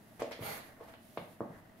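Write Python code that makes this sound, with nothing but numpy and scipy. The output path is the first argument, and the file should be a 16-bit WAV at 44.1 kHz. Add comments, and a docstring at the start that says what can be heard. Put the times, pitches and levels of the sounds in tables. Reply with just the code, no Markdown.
"""A cat wrestles with a piece of paper on a wooden floor in a quiet room.
First the paper crackles and a paw knocks hard on the boards, making them ring. Next the sheet
slides once with a long swish, among softer thumps. Light taps and crackles follow, then two
more hard knocks and a few last soft bumps. Knocks, crackles and swish echo briefly in the room.
Underneath, paper brushes faintly on fur, paws scuff the floor and the room hums with soft noise."""
import sys
import numpy as np
from scipy import signal
from scipy.fft import rfft, irfft
from scipy.io import wavfile

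SR = 44100
rng = np.random.default_rng(int(sys.argv[2]) if len(sys.argv) > 2 else 0)


def digitize_waveform(pressure):
    """Quantize a signal to 16-bit integers and store it at the path in sys.argv[1].

    Rows of a 2-D input are taken as channels; values are limited to [-1, 1].
    """
    field = np.atleast_2d(pressure).T
    bounded = np.clip(field, -1, 1)
    quanta = np.round(bounded * 32767).astype(np.int16)
    wavfile.write(sys.argv[1], SR, quanta)


N = 79380
TIME = np.arange(N) / SR

# Paws hitting the floor. A larger width makes a knock die sooner.
# start_s, peak_db, pitch_hz, width_hz, low_edge_hz, top_edge_hz, to_boards_db, to_room_db
PAW_KNOCKS = [(0.2194, -24, 520, 242, 246, 1910, -3.5, -2), (0.2788, -40.5, 574, 151, 300, 1510, -19, -18),
              (0.3143, -38, 620, 217, 420, 2000, -15, -14), (0.3918, -36, 440, 403, 198, 1000, -10, 0),
              (0.4068, -42, 124, 66, 70.6, 406, -7, -4), (0.4225, -36, 564, 506, 276, 3570, -19, -14),
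              (0.434, -43.5, 393, 300, 204, 1480, -8, -15), (0.495, -48.5, 125, 69, 70, 397, -16, -19),
              (0.691, -49.5, 604, 250, 298, 1460, -4, -29), (0.8034, -45, 800, 300, 355, 1520, -7, 7.5),
              (0.8089, -41.5, 467, 157, 252, 1820, -5, 0), (0.884, -46, 776, 200, 400, 1600, -3.5, -5),
              (0.9405, -48.5, 780, 600, 450, 4500, -3, -2),
              (1.174, -24.5, 610, 527, 265, 3080, -15.5, -3.5),
              (1.18, -45.5, 159, 60.3, 79.3, 400, -2, -6.5), (1.209, -43, 167, 73.3, 80, 700, -14, -10.5),
              (1.406, -26, 408, 733, 206, 1460, -9, 0), (1.414, -31.5, 221, 106, 143, 880, -17, -9.5),
              (1.5, -44, 189, 59.2, 128, 600, -1.5, -10), (1.561, -58, 90, 40, 50, 298, -10, -14)]
# The notes the floorboards ring with: pitch_hz, level_db, fade_by_60_db_s
BOARD_NOTES = [(118.4, -9, 0.44), (168.2, -2.5, 0.28), (234.9, -9.5, 0.65), (319, -22, 0.52),
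               (368, -39, 0.16), (460, 2.5, 0.21), (580, 3.5, 0.16), (657.4, 3, 0.5), (736, -24, 0.33),
               (937, -29, 0.34), (1115, -24, .2), (1360, -17, .2)]

# Paper crackles. More tilt is brighter: start_s, length_s, level_db, tilt_db_per_octave, top_edge_hz
PAPER_CRACKLES = [(0.1947, 0.019, -44, -1.87, 8800), (0.198, 0.01, -52, 9, 12600),
                  (0.2207, 0.0024, -39.5, 3.5, 7650), (0.312, 0.0082, -46, 1, 13900),
                  (0.319, 0.013, -41, 6.5, 5100), (0.424, 0.013, -45.5, 1.5, 3860),
                  (0.807, 0.051, -65.5, 6, 5000), (0.835, 0.0098, -63, 14, 13000),
                  (0.878, 0.019, -60, 1, 13000), (0.937, 0.0036, -49.5, 3, 4400),
                  (1.172, 0.006, -39, 6.5, 4050)]
# Tone of a crackle, meaning its balance of low and high sound: frequency_hz, level_db
CRACKLE_TONE = [(100, -2), (400, 1.5), (750, 9), (1300, 2.5), (2000, 1.5), (3800, -11), (6500, -15),
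                (9000, -16.5), (12500, -16), (16000, -22.5)]
# Loudness of the sliding paper: time_s, level_db
SLIDE_LOUDNESS = [(0.37, -80), (0.405, -58.5), (0.43, -46), (0.455, -43), (0.49, -43), (0.53, -46.5),
                  (0.575, -47.5), (0.62, -66), (0.66, -61), (0.72, -79)]
# Tone of the sliding paper: frequency_hz, level_db
SLIDE_TONE = [(60, -10), (150, -1.5), (300, -1), (650, 7), (1300, 1.5), (2000, 2), (3000, -9), (4500, -7.5),
              (5500, -16.5), (6500, -10), (7800, -15.5), (9500, -10), (12000, -3), (14000, -10.5),
              (16000, -11)]
# Which ear hears more of the paper: frequency_hz, left_minus_right_db
PAPER_BALANCE = [(100, 0), (2400, -0.5), (4400, -4.5), (8000, -2.5), (11000, -19), (16000, 4)]

# Loudness of paper brushing on fur: time_s, level_db
BRUSH_LOUDNESS = [(0, -71), (0.16, -68.5), (0.38, -67), (0.68, -64.5), (0.77, -73.5), (0.84, -70),
                  (0.93, -68.5), (0.97, -79.5), (1.01, -72), (1.035, -66.5), (1.17, -64.5), (1.27, -68),
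                  (1.33, -65), (1.39, -79.5), (1.51, -78), (1.56, -72), (1.6, -71.5), (1.63, -100),
                  (1.74, -99), (1.775, -71), (1.8, -71)]
# Tone of the brushing: frequency_hz, level_db
BRUSH_TONE = [(300, -18), (2000, 11.5), (4500, 9), (8000, 5.5), (10500, 13), (12500, 12), (16000, 4.5)]
# Loudness of paws scuffing the boards: time_s, level_db
SCUFF_LOUDNESS = [(0, -66), (0.18, -64), (0.6, -59), (0.75, -61.5), (0.92, -59.5), (1.02, -69),
                  (1.48, -63.5), (1.55, -57.5), (1.62, -62.5), (1.8, -66)]
# Tone of the scuffing: frequency_hz, level_db
SCUFF_TONE = [(150, 0), (700, -4.5), (1300, -6), (1950, -3.5), (2600, -23.5), (5000, -30), (16000, -37)]

# How long the room's echo lasts: frequency_hz, fade_by_60_db_s
ECHO_FADE = [(100, .55), (500, 0.42), (1500, 0.46), (4000, 0.37), (8000, 0.23), (15000, 0.02)]
# Tone of the echo: frequency_hz, level_db
ECHO_TONE = [(60, -15.5), (150, 6), (400, -3), (700, 3), (1300, 0.5), (3500, 7), (7000, 3), (14000, 2.5)]
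# How alike the sound is in the two ears: frequency_hz, likeness_0_to_1
EAR_LIKENESS = [(60, 0.805), (130, 0.89), (290, 0.859), (640, 0.59), (1400, 0.031), (3000, 0.21),
                (7000, 0.093)]
# Tone of the steady room noise: frequency_hz, level_db
ROOM_NOISE_TONE = [(15, -50), (25, -23), (66, -5.5), (110, 2.5), (145, -2.5), (180, 1), (240, 2.5),
                   (300, -2), (420, -10.5), (540, -11.5), (640, 1), (760, -10), (1050, -17), (2000, -34),
                   (2600, -19.5), (4300, -27.5), (6500, -30.5), (8400, -30.5), (10400, -29), (15500, -27.5)]


def paw_knocks():
    """Each blow makes the floor swing and quickly stop; the boards and the room ring on."""
    clack_hz, clack_width_hz, clack_db = 1175, 140, -1  # a short, higher ring of the planks
    clack_filter = signal.iirpeak(clack_hz, clack_hz / clack_width_hz, fs=SR)
    t = TIME[:SR // 2]
    direct, to_boards, to_room = np.zeros((3, N))
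    for start_s, peak_db, pitch_hz, width_hz, low_hz, top_hz, boards_db, room_db in PAW_KNOCKS:
        swing = -np.exp(-np.pi * width_hz * t) * np.sin(2 * np.pi * pitch_hz * t)
        swing = signal.lfilter(*signal.butter(3, low_hz, "high", fs=SR), swing)
        swing = swing + gain(clack_db) * signal.lfilter(*clack_filter, swing)
        swing = cut_treble(swing, top_hz, order=4)
        swing *= gain(peak_db) / abs(swing).max()
        add(direct, start_s, swing)
        add(to_boards, start_s, swing * gain(boards_db))
        add(to_room, start_s, swing * gain(room_db))
    ring = board_ring(to_boards)
    return direct + ring + room_echo(to_room + gain(-8.5) * ring[0])


def board_ring(blows):
    """Struck boards ring with several notes, each fading at its own speed."""
    t = TIME[:SR // 2]
    notes = sum(gain(level_db) * np.exp(-np.log(1000) * t / fade_s) * np.cos(2 * np.pi * pitch_hz * t)
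                for pitch_hz, level_db, fade_s in BOARD_NOTES)
    return gain(-49) * convolve(blows, notes)


def paper_crackles():
    """Paper gives off short clumps of snaps as it buckles or is slapped."""
    release_s = 0.0019
    t = TIME[:SR // 8]
    crackles = np.zeros((2, N))
    for start_s, length_s, level_db, tilt_db, top_hz in PAPER_CRACKLES:
        hold_then_fade = np.exp(-np.maximum(t - length_s, 0) / release_s)
        clump = snaps(per_s=2500, spread_db=2.5)[:, :len(t)] * hold_then_fade
        clump = unit(clump) * np.sqrt(length_s / t[-1])  # longer clumps carry more energy
        clump = paper_tone(clump, CRACKLE_TONE, tilt_db)
        add(crackles, start_s, gain(level_db) * cut_treble(clump, top_hz, order=6))
    return crackles + gain(-2) * room_echo(crackles)


def paper_slide():
    """The dragged sheet rubs in snaps so dense that they blur into one swish."""
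    friction = paper_flexing(snaps(per_s=12000, spread_db=3))
    swish = paper_tone(friction, SLIDE_TONE) * loudness(SLIDE_LOUDNESS)
    return swish + gain(-2) * room_echo(swish)


def paper_flexing(sound):
    """As paper bends, random patches of its tone grow stronger or weaker."""
    patch_hz, patch_s, patch_db = 314, 0.02, 4
    hz, t, spectrum = signal.stft(sound, SR, nperseg=512, noverlap=384)
    patches = rng.standard_normal(spectrum.shape)
    for axis, step in ((1, hz[1] / patch_hz), (2, t[1] / patch_s)):  # smooth over pitch, then time
        patches = signal.lfilter([1], [1, -np.exp(-2 * step)], patches, axis)
    spectrum = spectrum * unit(gain(patch_db * unit(patches)))
    return signal.istft(spectrum, SR, nperseg=512, noverlap=384)[1][:, :N]


def fur_brushing():
    """Paper rubs on fur with a faint, high hiss."""
    return paper_tone(snaps(per_s=9000, spread_db=-3), BRUSH_TONE) * loudness(BRUSH_LOUDNESS)


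def paw_scuffing():
    """Paws rub on the boards with a duller sound."""
    friction = to_ears(snaps(per_s=3000, spread_db=0))
    return shape_tone(friction, SCUFF_TONE) * loudness(SCUFF_LOUDNESS)


def room_echo(sound):
    """Many reflections blend into a short tail whose treble dies first."""
    gap_s, early_db, early_s = 0.002, 1.5, 0.011  # first reflections: delay, boost, fading time
    reflections = rng.choice([-1., 1.], (2, SR)) * (rng.random(SR) < .15)
    hz, t, spectrum = signal.stft(to_ears(unit(reflections)), SR, nperseg=256)
    fade_rate = np.log(1000) / look_up(ECHO_FADE, hz)[:, None]
    fade = np.exp(-fade_rate * t) * np.sqrt(2 * fade_rate / SR)  # same energy, long or short
    spectrum = spectrum * fade * gain(look_up(ECHO_TONE, hz))[:, None]
    tail = signal.istft(spectrum, SR, nperseg=256)[1][:, :SR]
    early_boost = gain(early_db * np.exp(-TIME[:SR] / early_s))
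    fade_in = np.clip(TIME[:SR] / gap_s - .5, 0, 1)
    return convolve(sound, tail * early_boost * fade_in)


def room_noise():
    """The steady, mostly low noise of a quiet room."""
    return gain(-60.5) * shape_tone(to_ears(rng.standard_normal((2, N))), ROOM_NOISE_TONE)


def snaps(per_s, spread_db):
    """Two channels of tiny clicks at random times; a spread of 0 makes them all one size."""
    sizes = gain(spread_db * np.minimum(rng.exponential(1, N), 4))
    happens = rng.random(N) < per_s / SR
    return unit(sizes * happens * rng.choice([-1., 1.], (2, N)))


def paper_tone(pair, table, tilt_db=0):
    """Gives snaps the tone of paper and places them mostly to the right."""
    left, right = to_ears(pair)
    return np.vstack([shape_tone(left, table, tilt_db, side=1),
                      shape_tone(right, table, tilt_db, side=-1)])


def shape_tone(sound, table, tilt_db=0, side=0):
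    """Filters by a tone table; side 1 or -1 gives the left or right ear's share of the paper."""
    hz = abs(np.fft.fftfreq(2048, 1 / SR))
    curve = unit(gain(look_up(table, hz) + tilt_db * np.log2(hz / 2000 + .05)))
    if side:
        curve = curve * np.sqrt(2 / (1 + gain(-side * look_up(PAPER_BALANCE, hz)) ** 2))
    # Build the filter so that it rings after a click, never before it.
    spectrum = np.exp(np.conj(signal.hilbert(np.log(curve + 1e-6))))
    response = np.fft.ifft(spectrum).real
    return convolve(sound, response[:len(hz) // 2])


def to_ears(pair):
    """Blends two unrelated signals so that both ears hear nearly the same bass."""
    first, second = rfft(pair)
    likeness = look_up(EAR_LIKENESS, np.fft.rfftfreq(pair.shape[1], 1 / SR))
    angle = np.arccos(np.clip(likeness, -1, 1)) / 2
    shared, opposite = first * np.cos(angle), second * np.sin(angle)
    return irfft([shared + opposite, shared - opposite], pair.shape[1])


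def cut_treble(sound, top_hz, order):
    """Softens everything above top_hz; a higher order cuts more steeply."""
    return signal.sosfilt(signal.butter(order, top_hz, fs=SR, output="sos"), sound)


def convolve(sound, response):
    """Makes every sample of the sound set off a copy of the response."""
    return signal.fftconvolve(np.atleast_2d(sound), np.atleast_2d(response), axes=1)[:, :N]


def gain(db):
    """Turns decibels into a number to multiply by."""
    return 10 ** (np.asarray(db) / 20)


def unit(x):
    """Scales to an average strength (rms) of 1."""
    return x / np.sqrt(np.mean(x ** 2) + 1e-20)


def look_up(table, hz):
    """Reads between a table's rows, with octaves evenly spaced."""
    row_hz, values = np.transpose(table)
    return np.interp(np.log(hz + 1), np.log(row_hz), values)


def loudness(table):
    """Turns a loudness table into a gain for every sample."""
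    return gain(np.interp(TIME, *np.transpose(table)))


def add(mix, start_s, sound):
    """Mixes a sound in at its start time."""
    part = mix[..., round(start_s * SR):][..., :sound.shape[-1]]
    part += sound[..., :part.shape[-1]]


def scene():
    """Cat, paper and room together."""
    foreground = paw_knocks() + paper_crackles() + paper_slide()
    return foreground + fur_brushing() + paw_scuffing() + room_noise()


def record(dry):
    """Removes the very highest treble."""
    top_hz = 15780
    treble_filter = signal.firwin(511, top_hz, window=("kaiser", 9), fs=SR)
    return signal.oaconvolve(dry, treble_filter[None], "same")


dry = scene()
out = record(dry)
digitize_waveform(out)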